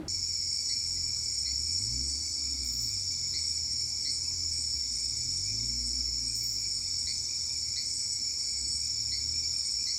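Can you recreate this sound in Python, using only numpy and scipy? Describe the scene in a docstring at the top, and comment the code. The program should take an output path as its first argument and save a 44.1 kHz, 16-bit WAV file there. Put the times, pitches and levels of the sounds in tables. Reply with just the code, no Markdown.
"""First heard: an instant of indoor rumble and a hollow knock, then a forest at dusk.
Two cricket choirs, built of many drifting tones, stand in a far wash of insects and air made of shaped noise.
Nearer crickets chirp, frogs peep and croak and far hoots sound, all as gliding or pulsed tones in strokes.
A katydid rasps twice, as clicking noise through its wing resonances.
A distant engine is revved up and down: four orders of its firing rate over exhaust roar."""
import sys
import numpy as np
from scipy import signal
from scipy.fft import rfft, irfft, next_fast_len
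from scipy.io import wavfile
from scipy.ndimage import uniform_filter1d, map_coordinates

SR = 44100
rng = np.random.default_rng(int(sys.argv[2]) if len(sys.argv) > 2 else 0)


def volts(x):
    """Linear amplitude factor 10**(x/20) for a level x in dB, scalar or array-like."""
    e = np.asarray(x, float) / 20
    return 10 ** e


def generate_wav(sig):
    """Save sig (samples, or channels by samples) to the path in sys.argv[1] as 16-bit PCM at SR."""
    pcm = np.round(np.clip(np.atleast_2d(sig).T, -1, 1) * 32767).astype(np.int16)
    wavfile.write(sys.argv[1], SR, pcm)


N = 440118
T = np.arange(N) / SR
RUN_SCATTER_S = .004  # how early or late the calls of a steady run fall


def unit(x):
    """Scales a sound to rms 1."""
    return x / np.sqrt(np.mean(x ** 2) + 1e-20)


def wobble(rate):
    """A smooth random curve, rate knots a second."""
    return map_coordinates(rng.standard_normal(int(N * rate / SR) + 4), [T * rate])


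def filtered(x, response):
    """Multiplies the spectrum of x by a response of frequency."""
    m = next_fast_len(N + SR // 2)
    return irfft(rfft(x, m) * response(np.fft.rfftfreq(m, 1 / SR)), m)[:N]


def modes(table):
    """The summed response of resonances, given as (f/Hz, width/Hz, level/dB)."""
    return lambda f: sum(volts(db) * 1j * f * w / (c * c - f * f + 1j * f * w) for c, w, db in table)


def rush(spectrum, patchy_db):
    """Coloured noise of rms 1 with patches of random gain over time and frequency."""
    z = signal.stft(rng.standard_normal(N + 512), nperseg=512)[2]
    field = uniform_filter1d(rng.standard_normal(z.shape), 4, 0)
    field = uniform_filter1d(field, 10, 1)
    x = signal.istft(z * volts(patchy_db * unit(field)), nperseg=512)[1][:N]
    hz, db = np.transpose(spectrum)
    return unit(filtered(x, lambda f: volts(np.interp(np.log(f + 1), np.log(hz + 1), db))))


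def strokes(turns, depth):
    """A gate that closes by depth (0-1) and reopens once a turn, as wings or a throat do."""
    return 1 - depth * np.sin(np.pi * turns) ** 2


def add(x, s, sound):
    """Mixes a sound into x at time s."""
    i = round(s * SR)
    x[i:i + len(sound)] += sound[:N - i]


def runs(table, scatter_s):
    """The call times of steady runs, each a little early or late."""
    times = np.concatenate([s + gap_s * np.arange(calls) for s, calls, gap_s in table])
    return np.clip(times + scatter_s * rng.standard_normal(len(times)), 0, N / SR)


def note(length_s, hz, rise_hz, stroke_hz, depth, overtone_db=-80):
    """One call: a gliding tone and its octave under a smooth swell, cut into strokes."""
    t = np.arange(round(length_s * SR)) / SR
    phase = 2 * np.pi * (hz * t + rise_hz * t * t / (2 * length_s)) + rng.uniform(0, 2 * np.pi)
    phase = phase + depth * np.cos(2 * np.pi * stroke_hz * t)  # the pitch slides within each stroke
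    tone = np.sin(phase) + volts(overtone_db) * np.sin(2 * phase)
    swell = np.sin(np.pi * t / length_s) ** 0.18
    return swell * strokes(stroke_hz * t + .5, depth) * tone


def rough_tone(hz, width_hz, stroke_hz, depth):
    """Noise through one resonance twice gives a rough tone; strokes of drifting rate cut it."""
    ring = modes([(hz, width_hz, 0)])
    tone = filtered(rng.standard_normal(N), lambda f: ring(f) ** 2)
    turns = np.cumsum(stroke_hz * (1 + 0.0297 * wobble(0.97))) / SR
    return unit(tone * strokes(turns, depth))


def forest(x, t60, wet_db):
    """Trunks and leaves scatter a call into a short tail of decaying noise."""
    t = np.arange(SR // 2) / SR
    tail = rng.standard_normal(len(t)) * volts(-60 * t / t60)
    return x + volts(wet_db) * signal.fftconvolve(x, tail / np.linalg.norm(tail))[:N]


# Spectrum of the room rumble: [f/Hz, relative level/dB per Hz]
ROOM_SPECTRUM = [(35, -25), (60, -1), (338, -9.5), (502, -15.5), (12000, -47.5), (15900, -55)]


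def indoors():
    """Room rumble as shaped noise, with the last of a hollow knock as a decaying 312 Hz tone."""
    knock = volts(-32.0 - 60 * T / 0.16) * np.sin(2 * np.pi * 312 * T)
    return volts(-43.5) * rush(ROOM_SPECTRUM, patchy_db=1.0) + knock


# Spectra of the low air, the far insect wash and the high sheen: [f/Hz, relative level/dB per Hz]
AIR_SPECTRUM = [(30, -32), (58, 1), (118, -3.5), (171, -15), (255, -10.5), (500, -22.5), (1200, -26),
                (1800, -30.5), (3400, -34.5), (4500, -63)]
WASH_SPECTRUM = [(3000, -46), (3900, -30.5), (4450, -15.5), (4870, -11), (5440, 0), (5880, -20.5),
                 (6390, -20), (6950, -4.5), (7610, -19), (8400, -24.5), (8560, -87)]
SHEEN_SPECTRUM = [(9600, -80), (9770, -7.5), (10900, 3.5), (11350, 1.5), (11900, -18), (14000, -5.5),
                  (15680, -11), (15760, -80)]


def bed():
    """Air, far insects and a high sheen, each as patchy noise in its own band."""
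    air = volts(-55) * rush(AIR_SPECTRUM, patchy_db=1.63)
    wash = volts(-37.5) * rush(WASH_SPECTRUM, patchy_db=1.0)
    sheen = volts(-62) * rush(SHEEN_SPECTRUM, patchy_db=2.0)
    return air + wash + sheen


# Cricket choirs: [mean level/dB, centre f/Hz, pitch spread/Hz, mean stroke f/Hz, stroke depth 0-1]
CHOIR_VOICES = [(-35.5, 5430, 135, 67, 0.6), (-44, 6950, 150, 80, 0)]


def choir(centre_hz, spread_hz, stroke_hz, depth, count=26):
    """Many crickets, each on its own pitch and stroke rate, swelling independently."""
    step = 16  # the slow motion around the centre pitch needs only every 16th sample
    t = T[::step]
    total = 0
    for place in np.linspace(-1.8, 1.8, count):
        drift = wobble(30)[::step]  # pitch is never quite steady
        phase = 2 * np.pi * np.cumsum(spread_hz * (place + .5 * drift)) * step / SR
        turns = stroke_hz * (1 + .06 * rng.standard_normal()) * t + rng.random()
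        level = volts(-4 * place ** 2 + 1.73 * wobble(8)[::step])  # weaker away from the centre
        total = total + level * strokes(turns, depth) * np.exp(1j * phase)
    slow = np.interp(T, t, total.real) + 1j * np.interp(T, t, total.imag)
    return unit((slow * np.exp(2j * np.pi * centre_hz * T)).real)


def choirs():
    """Sums the choirs, each wavering slightly in level."""
    return sum(volts(db + 0.7 * wobble(2.926)) * choir(*voice) for db, *voice in CHOIR_VOICES)


# Thin steady crickets: [f/Hz, resonance width/Hz, mean level/dB]
THIN_LINES = [(6086, 40, -55), (7960, 70, -56), (4735, 30, -56), (4594, 40, -57)]


def thin_crickets():
    """Steady far crickets: narrow rough tones, shallow strokes, wavering level."""
    return sum(volts(db + 4.2 * wobble(3)) * rough_tone(hz, w, 24, 0.16) for hz, w, db in THIN_LINES)


# Engine revs: [t/s, mean firing f/Hz, level/dB before a 1.27 dB cut]
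ENGINE_REVS = [(.1, 44.76, -45.5), (.75, 40.76, -55), (.95, 43.86, -43.5), (1.4, 33.8, -52),
               (1.55, 33.96, -43), (1.75, 44.6, -45.5), (2, 66.1, -37.5), (2.3, 79.7, -51),
               (2.6, 66.86, -42.5), (3.1, 43.22, -47), (4.1, 37.62, -51.5), (4.4, 43.9, -44), (5, 30, -49),
               (5.65, 57.97, -41), (6, 63, -41), (6.4, 56.3, -48), (6.9, 42.8, -50.5), (8.45, 33.74, -57.5),
               (8.65, 33.9, -45), (8.9, 39.9, -51), (9.15, 33.06, -47), (9.32, 41.1, -44.5), (10, 32, -67)]
# What reaches the microphone of each engine order: [f/Hz, relative level/dB]
EXHAUST_PATH = [(35, -19.5), (62, 5.5), (88, -1), (115, -2), (135, -13.5), (155, -22), (200, -26.5),
                (252, -7.5), (310, -14)]


def engine():
    """Four orders of the firing rate, each wavering on its way through the trees, over exhaust roar."""
    times, rates, levels = np.transpose(ENGINE_REVS)
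    hz = np.interp(T, times, rates)
    level_db = np.interp(T, times, levels)
    phase = 2 * np.pi * np.cumsum(hz * (1 + 0.0118 * wobble(12))) / SR
    path_hz, path_db = np.transpose(EXHAUST_PATH)
    tones, power = 0, 0
    for order in range(1, 5):
        gain = volts(np.interp(order * hz, path_hz, path_db) + 2.9 * wobble(4))
        tones = tones + gain * np.sin(order * phase + rng.uniform(0, 2 * np.pi))
        power = power + gain ** 2 / 2
    tones = tones / np.sqrt(power)  # the rev levels alone set the loudness
    roar = rough_tone(251, 47, 40, .2) + 0.51 * rough_tone(345.0, 50, 30, .2)
    return volts(level_db - 1.27) * (tones + volts(-15.5) * roar)


def frog_murmur():
    """The far frog crowd blurred together: a wide rough tone."""
    return volts(-62.5) * rough_tone(2262, 235, 9, 0.2)


def frog_crowd():
    """Single calls of the far crowd: 420 short notes at random times, pitches and levels."""
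    x = np.zeros(N)
    for when, (pitch, size) in zip(rng.random(420), rng.standard_normal((420, 2))):
        call = note(0.033, 2250 + 95 * pitch, 63, 64, 0.43, overtone_db=-7)
        add(x, when * N / SR, volts(-63.0 + 3.0 * size) * call)
    return x


# High crickets, each at its own pace:
# [mean f/Hz, chirp length/s, stroke f/Hz, mean level/dB, first chirp t/s, mean time between chirps/s]
HIGH_CRICKETS = [(8200, .13, 28.3, -49, .05, .562), (8130, .2, 24, -45.5, .38, .415),
                 (7960, .25, 25.3, -46, .45, .58), (7730, .13, 30, -53, .68, .705)]


def high_crickets():
    """High chirps in deep wing strokes, repeated at each cricket's loose pace."""
    x = np.zeros(N)
    for hz, length_s, stroke_hz, db, first_s, gap_s in HIGH_CRICKETS:
        calls = int((N / SR - first_s) / gap_s) + 1
        times = runs([(first_s, calls, gap_s)], scatter_s=.04)
        for s, (size, pitch) in zip(times, rng.standard_normal((len(times), 2))):
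            add(x, s, volts(db + 2.5 * size) * note(length_s, hz + 12 * pitch, 0, stroke_hz, .7))
    return x


# Chirp runs of the near cricket: [first call t/s, calls, mean time between calls/s]
NEAR_RUNS = [(.09, 6, .531), (3.31, 3, .51), (4.9, 4, .53), (7.196, 6, .546)]


def near_cricket():
    """Each chirp is two close tones beating under the same wing strokes."""
    x = np.zeros(N)
    for s in runs(NEAR_RUNS, RUN_SCATTER_S):
        db = -48 + 1.3 * rng.standard_normal()
        add(x, s, volts(db) * note(.11, 5845, 30, 65, .5))
        add(x, s, volts(db) * note(.11, 5985, 12, 65, .5))
    return x


# Peep runs of the regular frog: [first call t/s, calls, mean time between calls/s]
PEEP_RUNS = [(.13, 6, .2204), (1.467, 6, .2296), (2.874, 7, .2317), (4.512, 5, .2355), (5.717, 13, .2293),
             (8.733, 6, .232)]


def regular_frog():
    """Short peeps whose octave is stronger than the base tone."""
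    x = np.zeros(N)
    for s in runs(PEEP_RUNS, RUN_SCATTER_S):
        db = -50.0 + 2.3 * rng.standard_normal()
        add(x, s, volts(db) * note(0.029, 2287, 25, 37, 0.53, overtone_db=5))
    return x


def croak(length_s=0.061, pulse_hz=143):
    """High orders of the throat pulses, weighted by two resonances that slide up across them."""
    t = np.arange(round(length_s * SR)) / SR
    order = np.arange(12, 35)[:, None]
    hz = pulse_hz * order
    centre_hz = 2050 + 240 * t / length_s
    lower = np.exp(-((hz - centre_hz) / 150) ** 2)
    upper = volts(10) * np.exp(-((hz - 2 * centre_hz - 120) / 280) ** 2)
    # pulse spacing wavers
    uneven = 1 + 0.019 * np.interp(t, np.linspace(0, length_s, 10), rng.standard_normal(10))
    turns = np.cumsum(pulse_hz * uneven) / SR
    pulses = ((lower + upper) * np.sin(2 * np.pi * order * turns)).sum(axis=0)
    swell = np.sin(np.pi * t / length_s) ** 0.32
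    return swell * volts(-2.5 * t / length_s) * pulses


# Croaks: [t/s, gain/dB]
CROAK_CALLS = [(0.6898, -50), (1.4551, -51), (3.3345, -49), (4.0497, -48.5), (6.0594, -63), (7.0663, -48.5),
               (7.7609, -48), (8.1823, -64), (9.1157, -48.5), (9.8653, -48.5)]


def croaking_frog():
    """Places each pulsed croak at its time and gain."""
    x = np.zeros(N)
    for s, db in CROAK_CALLS:
        add(x, s, volts(db) * croak())
    return x


# Calls of a higher frog, slowly coming nearer: [t/s]
ANSWER_TIMES = [1.429, 1.658, 2.446, 3.517, 5.475, 6.279, 6.576, 7.078, 7.285, 7.495, 7.733, 8.292, 8.821,
                9.335, 9.534, 9.784]


def answering_frog():
    """Short rising peeps with a weaker octave, on average 0.53 dB louder each second."""
    x = np.zeros(N)
    for s in ANSWER_TIMES:
        db = -50.5 + 0.53 * s + 2.32 * rng.standard_normal()
        add(x, s, volts(db) * note(.03, 2350, 59, 60.5, 0.64, overtone_db=-6))
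    return x


# Far hoots: [t/s, length/s, f/Hz]
HOOT_CALLS = [(2.283, 0.68, 1283), (4.177, .2, 1003), (7.301, 0.27, 939)]


def hoots():
    """Soft, nearly pure notes from far off, with a shallow pulse."""
    x = np.zeros(N)
    for s, length_s, hz in HOOT_CALLS:
        add(x, s, volts(-70.0) * note(length_s, hz, 0, 8.2, .3))
    return x


# Phrases of the slow triller: [t/s, length/s]
TRILL_PHRASES = [(2.3, 1.36), (4.55, 1.21), (6.701, 1.01), (8.75, 1.09)]


def slow_triller():
    """A far cricket's rough tone in deep strokes, faded in and out with each phrase."""
    on = sum(np.clip(np.minimum(T - s, s + length_s - T) / 0.16, 0, 1) for s, length_s in TRILL_PHRASES)
    return volts(-66.5) * on * rough_tone(3680, 260, 31.3, 0.84)


# Katydid calls: [t/s, level/dB of the strong strokes before a 6.5 dB cut, strong strokes]
RASP_CALLS = [(2.6364, -41, 3), (6.3445, -39, 2)]


def katydid():
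    """Each stroke is a quick-starting burst of tooth clicks, rung by the wing resonances."""
    stroke_count, gap_s, weak_db = 4, .0812, -14  # the closing strokes are weak
    gate, t = np.zeros(N), np.arange(SR // 5) / SR
    for s, db, strong in RASP_CALLS:
        for k in range(stroke_count):
            stroke_db = db + weak_db * (k >= strong)
            decay = volts(stroke_db - 6.5 - 60 * t / 0.43)
            clicks = strokes(700 * t, .6)  # 700 teeth a second
            add(gate, s + k * gap_s, decay * (1 - np.exp(-t / 0.014)) * clicks)
    wing = modes([(12200, 500, -4), (13500, 1700, 3), (15200, 1500, -7)])
    return gate * unit(filtered(rng.standard_normal(N), lambda f: wing(f) ** 2))


def scene():
    """The room gives way to the forest within 1.9 ms."""
    chirps = high_crickets() + near_cricket()
    chirps = chirps * volts(3.4 * wobble(40))  # a quick random flutter in level roughens the chirps
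    frogs = frog_crowd() + regular_frog() + croaking_frog() + answering_frog()
    outside = bed() + choirs() + thin_crickets() + engine() + frog_murmur()
    outside += forest(chirps, t60=.35, wet_db=-8) + forest(frogs, t60=.35, wet_db=-2)
    outside += hoots() + slow_triller() + katydid()
    fade = np.clip((T - 0.0804) / 0.0019, 0, 1)
    return (fade * outside + (1 - fade) * indoors())[None]


def top_cut(x):
    """Nothing passes above the cut-off."""
    return signal.sosfilt(signal.butter(12, 16040, fs=SR, output="sos"), x)


def record(dry):
    """Turns the finished mix into the sound that is written out."""
    return top_cut(dry)


dry = scene()
out = record(dry)
generate_wav(out)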